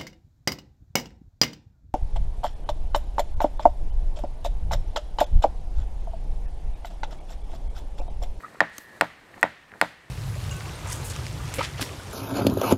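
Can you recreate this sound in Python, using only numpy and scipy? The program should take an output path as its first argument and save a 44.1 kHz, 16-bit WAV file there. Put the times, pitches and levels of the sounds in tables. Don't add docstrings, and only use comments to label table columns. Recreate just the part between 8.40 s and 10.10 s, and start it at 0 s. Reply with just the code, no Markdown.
import sys
import numpy as np
from scipy import signal
from scipy.fft import rfft, irfft
from scipy.io import wavfile
from scipy.ndimage import uniform_filter1d

SR = 44100
rng = np.random.default_rng(int(sys.argv[2]) if len(sys.argv) > 2 else 0)


def persist_wave(psi):
    counts = np.round(np.clip(psi, -1, 1) * 32767).astype(np.int16)
    wavfile.write(sys.argv[1], SR, np.atleast_2d(counts).T)


def volts_from_decibels(level):
    exponent = np.asarray(level, float) / 20
    return 10 ** exponent


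N = 74970


def evened(x):
    return x / np.sqrt(np.mean(x ** 2) + 1e-20)


def read(points, hz):
    f, value = np.transpose(points)
    return np.interp(np.log(hz + 1), np.log(f + 1), value)


def along(curve):
    s, db = np.transpose(curve)
    return volts_from_decibels(np.interp(np.arange(N) / SR, s, db))


def add(mix, s, sound):
    part = mix[round(s * SR):][:len(sound)]
    part += sound[:len(part)]


def noise(colour, count=N):
    hz = np.fft.rfftfreq(count, 1 / SR)
    return evened(irfft(rfft(rng.standard_normal(count)) * volts_from_decibels(read(colour, hz)), count))


def band(hz, wide_hz, count=N):
    f = np.fft.rfftfreq(count, 1 / SR)
    resonance = 1 + ((f - hz) / wide_hz * 2) ** 2
    return evened(irfft(rfft(rng.standard_normal(count)) / resonance, count))


def strike(t, rise_s, t60):
    rise = np.sin(np.pi / 2 * np.minimum(t / rise_s, 1)) ** 2
    return rise * volts_from_decibels(-60 * np.maximum(t - rise_s, 0) / t60)


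def lumps(span_s, depth_db):
    size = max(round(span_s * SR), 1)
    slow = uniform_filter1d(uniform_filter1d(rng.standard_normal(N), size), size)
    return volts_from_decibels(depth_db * evened(slow))


# (f/Hz, level/dB per Hz)
AIR = [(25, 19), (70, 4), (230, -1), (800, -4.5), (2000, -4), (3000, -8), (6000, -23), (16500, -46)]


def quiet_air():
    air = volts_from_decibels(-54) * noise(AIR) * lumps(0.1, 1.0)
    hollow = volts_from_decibels(-61.5) * band(1826, 350) * lumps(0.0086, 0.93)
    return air + hollow


# (t/s, level/dB)
SCUFF = [(0, -48), (.09, -49), (.15, -48.5), (.2, -50), (.45, -55.5), (.56, -47), (.62, -54), (.85, -56.5),
         (.97, -47), (1.05, -52.5), (1.25, -61.5), (1.35, -48), (1.45, -60.5), (1.7, -58.5)]
# (f/Hz, level/dB per Hz)
BRUSH = [(18, -34), (30, -5), (347, -5.5), (779, -8.5), (1100, -9), (1890, -14), (2430, -17), (3000, -41),
         (3900, -62), (6600, -120)]


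def boots_in_brush():
    return volts_from_decibels(-3.0) * along(SCUFF) * noise(BRUSH) * lumps(0.0033, 2.0)


# (t/s, level/dB)
SWISH = [(0, -62.5), (.08, -62), (.17, -63), (.29, -73.5), (.35, -55.5), (.42, -59.5), (.47, -65.5),
         (.58, -61.5), (.75, -71), (.92, -66.5), (1.0, -61), (1.15, -74), (1.3, -69.5), (1.4, -65),
         (1.55, -72), (1.7, -67.5)]
# (f/Hz, level/dB per Hz)
CLOTH = [(1760, -26), (3000, -5), (4190, 2), (5120, -4), (8500, -3), (11600, -11), (13400, -8.5),
         (15800, -21), (16500, -41)]
# (t/s, share of treble added)
BRIGHTEN = [(0, 0.28), (.2, -0.23), (.36, -0.4), (.42, 2), (.5, .2), (.95, 0.084), (1.1, 0.23),
            (1.7, -0.16)]


def swishing_sleeves():
    weave = noise(CLOTH)
    treble = irfft(rfft(weave) * (np.fft.rfftfreq(N, 1 / SR) > 10500), N)
    bright = np.interp(np.arange(N) / SR, *np.transpose(BRIGHTEN))
    return along(SWISH) * (weave + bright * treble) * lumps(0.0063, 0.98)


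# (t/s, peak level/dB, f/Hz, t60/s)
KNOCKS = [(.006, -36, 1760, 0.0027), (.147, -46, 1950, .012), (.153, -40, 970, .02),
          (.3835, -38, 565, 0.018), (.978, -45, 2100, .008), (.1462, -36, 614, 0.013),
          (0.156, -40.5, 1340, 0.014), (0.158, -44, 1910, 0.0086), (0.383, -37, 1490, 0.012),
          (.384, -37.5, 280, 0.029), (0.576, -45, 1690, 0.01), (0.9412, -35.5, 1850, 0.014),
          (.978, -36, 795, 0.021), (1.318, -33, 1840, 0.0061), (1.338, -30, 1560, 0.0068),
          (1.357, -38.5, 780, 0.01)]
# (t/s, peak level/dB, f/Hz, t60/s)
CLINKS = [
    (.0345, -31.5, 1246, 0.018),
    (.042, -36, 1240, 0.013),
    (.0445, -27, 1249, 0.027),
    (.0515, -34, 1280, 0.021),
    (.060, -42, 1215, .05),
    (.060, -48.5, 1710, 0.097),
    (.081, -45.5, 1860, 0.027),
]


def gear():
    out, t = np.zeros(N), np.arange(4000) / SR
    for table, rise_s in ((KNOCKS, 0.0008), (CLINKS, 0.0026)):
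        for s, db, hz, t60 in table:
            overtone = volts_from_decibels(-14) * np.sin(2 * np.pi * hz * 1.52 * t)
            pair = np.sin(2 * np.pi * hz * t) + overtone
            add(out, s, volts_from_decibels(db) * strike(t, rise_s, t60) * pair)
    return out


# (f/Hz, t60/s)
SNAP = [(4700, 0.0048), (6300, 0.011), (8500, 0.0036), (11000, 0.0021), (13300, 0.0047)]


def snap(t, levels_db):
    out = 0
    for (hz, t60), db in zip(SNAP, levels_db):
        detune = rng.uniform(0.98, 1.03)
        out = out + volts_from_decibels(db) * strike(t, 0.00027, t60) * np.sin(2 * np.pi * hz * detune * t)
    return out


# (t/s, level/dB, t60/s, brightness/dB per octave)
TICKS = [
    (0.025, -53, .008, 5),
    (.297, -56, 0.0088, 10),
    (0.3817, -32.5, 0.016, -0.5),
    (.645, -50.5, .01, 4),
    (.806, -61.5, .006, 0),
    (1.0124, -55, 0.02, 8),
]
# (f/Hz, level/dB per Hz)
TICK = [(200, -8), (600, -4), (1800, 4.5), (4500, -2.5), (6300, -1.5), (8500, -4.5), (13300, -11),
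        (16500, -26)]
# (t/s, level/dB, brightness/dB per octave)
SNAPS = [
    (0.3816, -30.5, 1),
    (.3824, -35, 3),
    (.3832, -33.5, 0),
    (0.3834, -40, -3),
    (.6131, -44, 14),
    (.6455, -51, 4),
         (1.0119, -42, 4),
    (1.0131, -50, 8),
]
TWIG_DB = [-9, -3, 0.5, -9, -1]


def twigs():
    out, t = np.zeros(N), np.arange(4000) / SR
    for s, db, t60, tilt_db in TICKS:
        colour = [(hz, level + tilt_db * np.log2(hz)) for hz, level in TICK]
        add(out, s, volts_from_decibels(db) * noise(colour, count=len(t)) * strike(t, 0.0006, t60))
    for s, db, tilt_db in SNAPS:
        levels_db = [db + twig_db + tilt_db * np.log2(hz / 8500)
                     for (hz, _), twig_db in zip(SNAP, TWIG_DB)]
        add(out, s, snap(t, levels_db))
    return out


# (f/Hz, level/dB)
HUM = [(1707, -60), (1832, -60), (1950, -65)]


def head_hum():
    t, out = np.arange(N) / SR, np.zeros(N)
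    for hz, db in HUM:
        out += volts_from_decibels(db + 5.5) * lumps(0.011, 2.2) * np.sin(2 * np.pi * (hz * t + rng.random()))
    swell = np.clip((t - 0.22) / 0.07, 0, 1)
    damping = np.clip((0.59 - t) / 0.024, 0, 1)
    return swell * damping * out


# (f/Hz, level/dB per Hz)
FAR = [(150, -29.5), (504, -10.5), (805, -0.5), (960, -4.5), (1830, 2.5), (2060, 1.5), (2700, -4),
       (4300, -12.5), (16000, -38.5)]
# (f/Hz, level/dB per Hz)
SHAKE = [(2500, -5), (3500, 11.5), (4800, 5), (5600, -4), (7000, -1), (10000, -6.5), (14000, -12),
         (16500, -22.5)]


def scatter(t, hz, echo_db, shake_db):
    far = volts_from_decibels(-43) * noise(FAR, count=len(t)) * strike(t, 0.021, 0.87)
    echo = volts_from_decibels(echo_db) * band(1.015 * hz, 296, count=len(t)) * strike(t, 0.0076, 0.42)
    shaken = volts_from_decibels(shake_db - 53.5) * noise(SHAKE, count=len(t)) * strike(t, 0.017, 0.34)
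    return far + echo + shaken


# (f/Hz, level/dB per Hz)
NEAR = [(60, -15), (250, 4), (400, -8.5), (560, 4.5), (785, 2.5), (1370, 1), (1860, 2.5), (2780, -7),
        (14000, -38), (16000, -49)]
# (f/Hz, t60/s)
NEAR_T60 = [(100, 0.088), (500, 0.11), (1500, 0.16), (4000, 0.06), (12000, 0.027)]


def near_trees(t):
    hz, s, z = signal.stft(noise(NEAR, count=len(t)), SR, nperseg=256, noverlap=192)
    t60 = np.abs(read(NEAR_T60, hz))[:, None]
    near = signal.istft(z * volts_from_decibels(-60 * s / t60), SR, nperseg=256, noverlap=192)[1][:len(t)]
    return volts_from_decibels(-20) * near * np.minimum(t / 0.0019, 1)


PUSH_S = 0.0016
# (f/Hz, level/dB, t60/s)
TRUNK = [(73.8, -50.5, 0.58), (120.4, -39, 0.218), (167.4, -33, 0.21), (230.5, -29.5, 0.14),
         (300.8, -30.5, 0.14), (491, -32.5, 0.12), (581, -35.5, 0.2), (655, -35.5, 0.19)]


def trunk_wave(t, late_s):
    push_hz, push_wide_s = 947, 0.00034
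    u = t - PUSH_S
    offset = np.exp(-.5 * (2 * np.pi * push_hz * push_wide_s) ** 2)
    out = -volts_from_decibels(-2.5) * np.exp(-.5 * (u / push_wide_s) ** 2) * (np.cos(2 * np.pi * push_hz * u) - offset)
    for k in range(5):
        loss_db = -9 * k
        u = t - late_s - 0.0116 - k * 0.0113
        falling_hz = 809 - .5 * 50000 * u
        bump = np.exp(-.5 * (u / 0.0007) ** 2)
        out -= volts_from_decibels(-8 + loss_db) * bump * np.cos(2 * np.pi * falling_hz * u + k * 1.54)
        late = np.maximum(u, 0)
        out += volts_from_decibels(-32.5 + loss_db) * strike(late, 0.00089, 0.01) * np.sin(2 * np.pi * 3750 * late)
    for hz, db, t60 in TRUNK:
        out += volts_from_decibels(db) * strike(t, 0.0022, t60) * np.sin(2 * np.pi * hz * t)
    return out


# (share of main pitch, level/dB, t60/s)
WEDGE = [(.68, -45, 0.016), (.8, -16.5, 0.023), (1.33, -15.5, 0.01), (1.9, -27, 0.0034),
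         (2.25, -27.5, 0.015), (2.62, -27.5, 0.01)]


def wedge_ring(t, hz, t60, upper_db, lower_db, middle_db):
    seat_s = 0.0017
    ring = -volts_from_decibels(-2.5) * strike(t, seat_s, t60) * np.cos(2 * np.pi * hz * (t - PUSH_S))
    stirred = [lower_db] * 2 + [middle_db] + [upper_db] * 3
    for k, ((share, db, decay), stir_db) in enumerate(zip(WEDGE, stirred)):
        mode = strike(t, seat_s, decay) * np.sin(2 * np.pi * hz * share * (t - PUSH_S))
        ring += (-1) ** k * volts_from_decibels(db + stir_db) * mode
    return ring


# (f/Hz, level/dB per Hz)
CRACK = [(2000, 1.5), (3500, -1), (4800, -5.5), (5800, -13), (8300, -1.5), (10000, -9.5), (13000, -12),
         (16500, -34.5)]


def steel_crack(t, crack_db, snap_db, touch_db, touch_hz):
    touch = volts_from_decibels(touch_db - 18) * strike(t, 0.00091, 0.011) * np.sin(2 * np.pi * touch_hz * t)
    burst = volts_from_decibels(crack_db) * noise(CRACK, count=len(t)) * strike(t, 0.00063, 0.013)
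    return burst + snap(np.maximum(t - 0.000493, 0), snap_db) - touch


# (t/s of first contact, strength level/dB, wedge f/Hz, wedge t60/s, crack level/dB)
BLOWS = [
    (0.2043, -1.5, 1828, 0.019, -27.5),
    (0.6102, -2, 1846, 0.003, -18),
    (1.0286, -2, 1904, 0.015, -21.5),
    (1.4131, -2, 1912, 0.0029, -17.5),
]
STIRS = [(2, -17, -8, -34.5, -10), (3.5, -5, -2, -49, 4), (-32, 3.5, 2, -39, 0), (6, 1.5, -1.5, -49, 9.5)]
# (first touch level/dB, touch f/Hz, wave late by t/s)
LANDS = [(-4.5, 2910, 0.000091), (0.5, 2710, 0.00027), (-5, 2690, 0.00025), (-1, 2850, 0.00024)]
SNAP_DB = [(-41, -26.5, -42, -46, -45), (-32, -38, -26, -32, -31), (-35, -38, -25, -24, -26.5),
           (-39, -42, -26.5, -31, -26)]


def hammer_blows():
    out, t = np.zeros(N), np.arange(SR // 2) / SR
    near = near_trees(t)
    for row, stir, land, snap_db in zip(BLOWS, STIRS, LANDS, SNAP_DB):
        start, strength_db, hz, t60, crack_db = row
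        upper_db, lower_db, middle_db, echo_db, shake_db = stir
        touch_db, touch_hz, late_s = land
        hit = wedge_ring(t, hz, t60, upper_db, lower_db, middle_db)
        hit = hit + steel_crack(t, crack_db, snap_db, touch_db, touch_hz)
        hit = hit + trunk_wave(t, late_s)
        answer = scatter(t, hz, echo_db, shake_db) + near
        add(out, start, volts_from_decibels(strength_db) * (hit + answer))
    return out


def scene():
    wood = quiet_air() + boots_in_brush() + swishing_sleeves()
    small = gear() + twigs() + head_hum()
    return (wood + small + hammer_blows())[None]


def band_limit(x):
    return signal.sosfilt(signal.butter(12, 16860, fs=SR, output="sos"), x)


def record(dry):
    t, hz = np.arange(N) / SR, np.fft.rfftfreq(N, 1 / SR)
    look_ahead_s, ceiling, knee = 0.004, .96, 8
    duck = sum(np.clip(3 * (1.2 + (t - s) / look_ahead_s), 0, 1) * (t < s) for s, *_ in BLOWS)
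    x = dry * volts_from_decibels(-13 * duck)
    x = x / (1 + np.abs(x / ceiling) ** knee) ** (1 / knee)
    ratio = 75 / (hz + 1)
    low_cut = 1 - ratio ** 2 - 1.4j * ratio
    high_cut = 1 + (hz / 16500) ** 60
    x = irfft(rfft(x) / low_cut / high_cut, N)
    return band_limit(x)


dry = scene()
out = record(dry)
persist_wave(out)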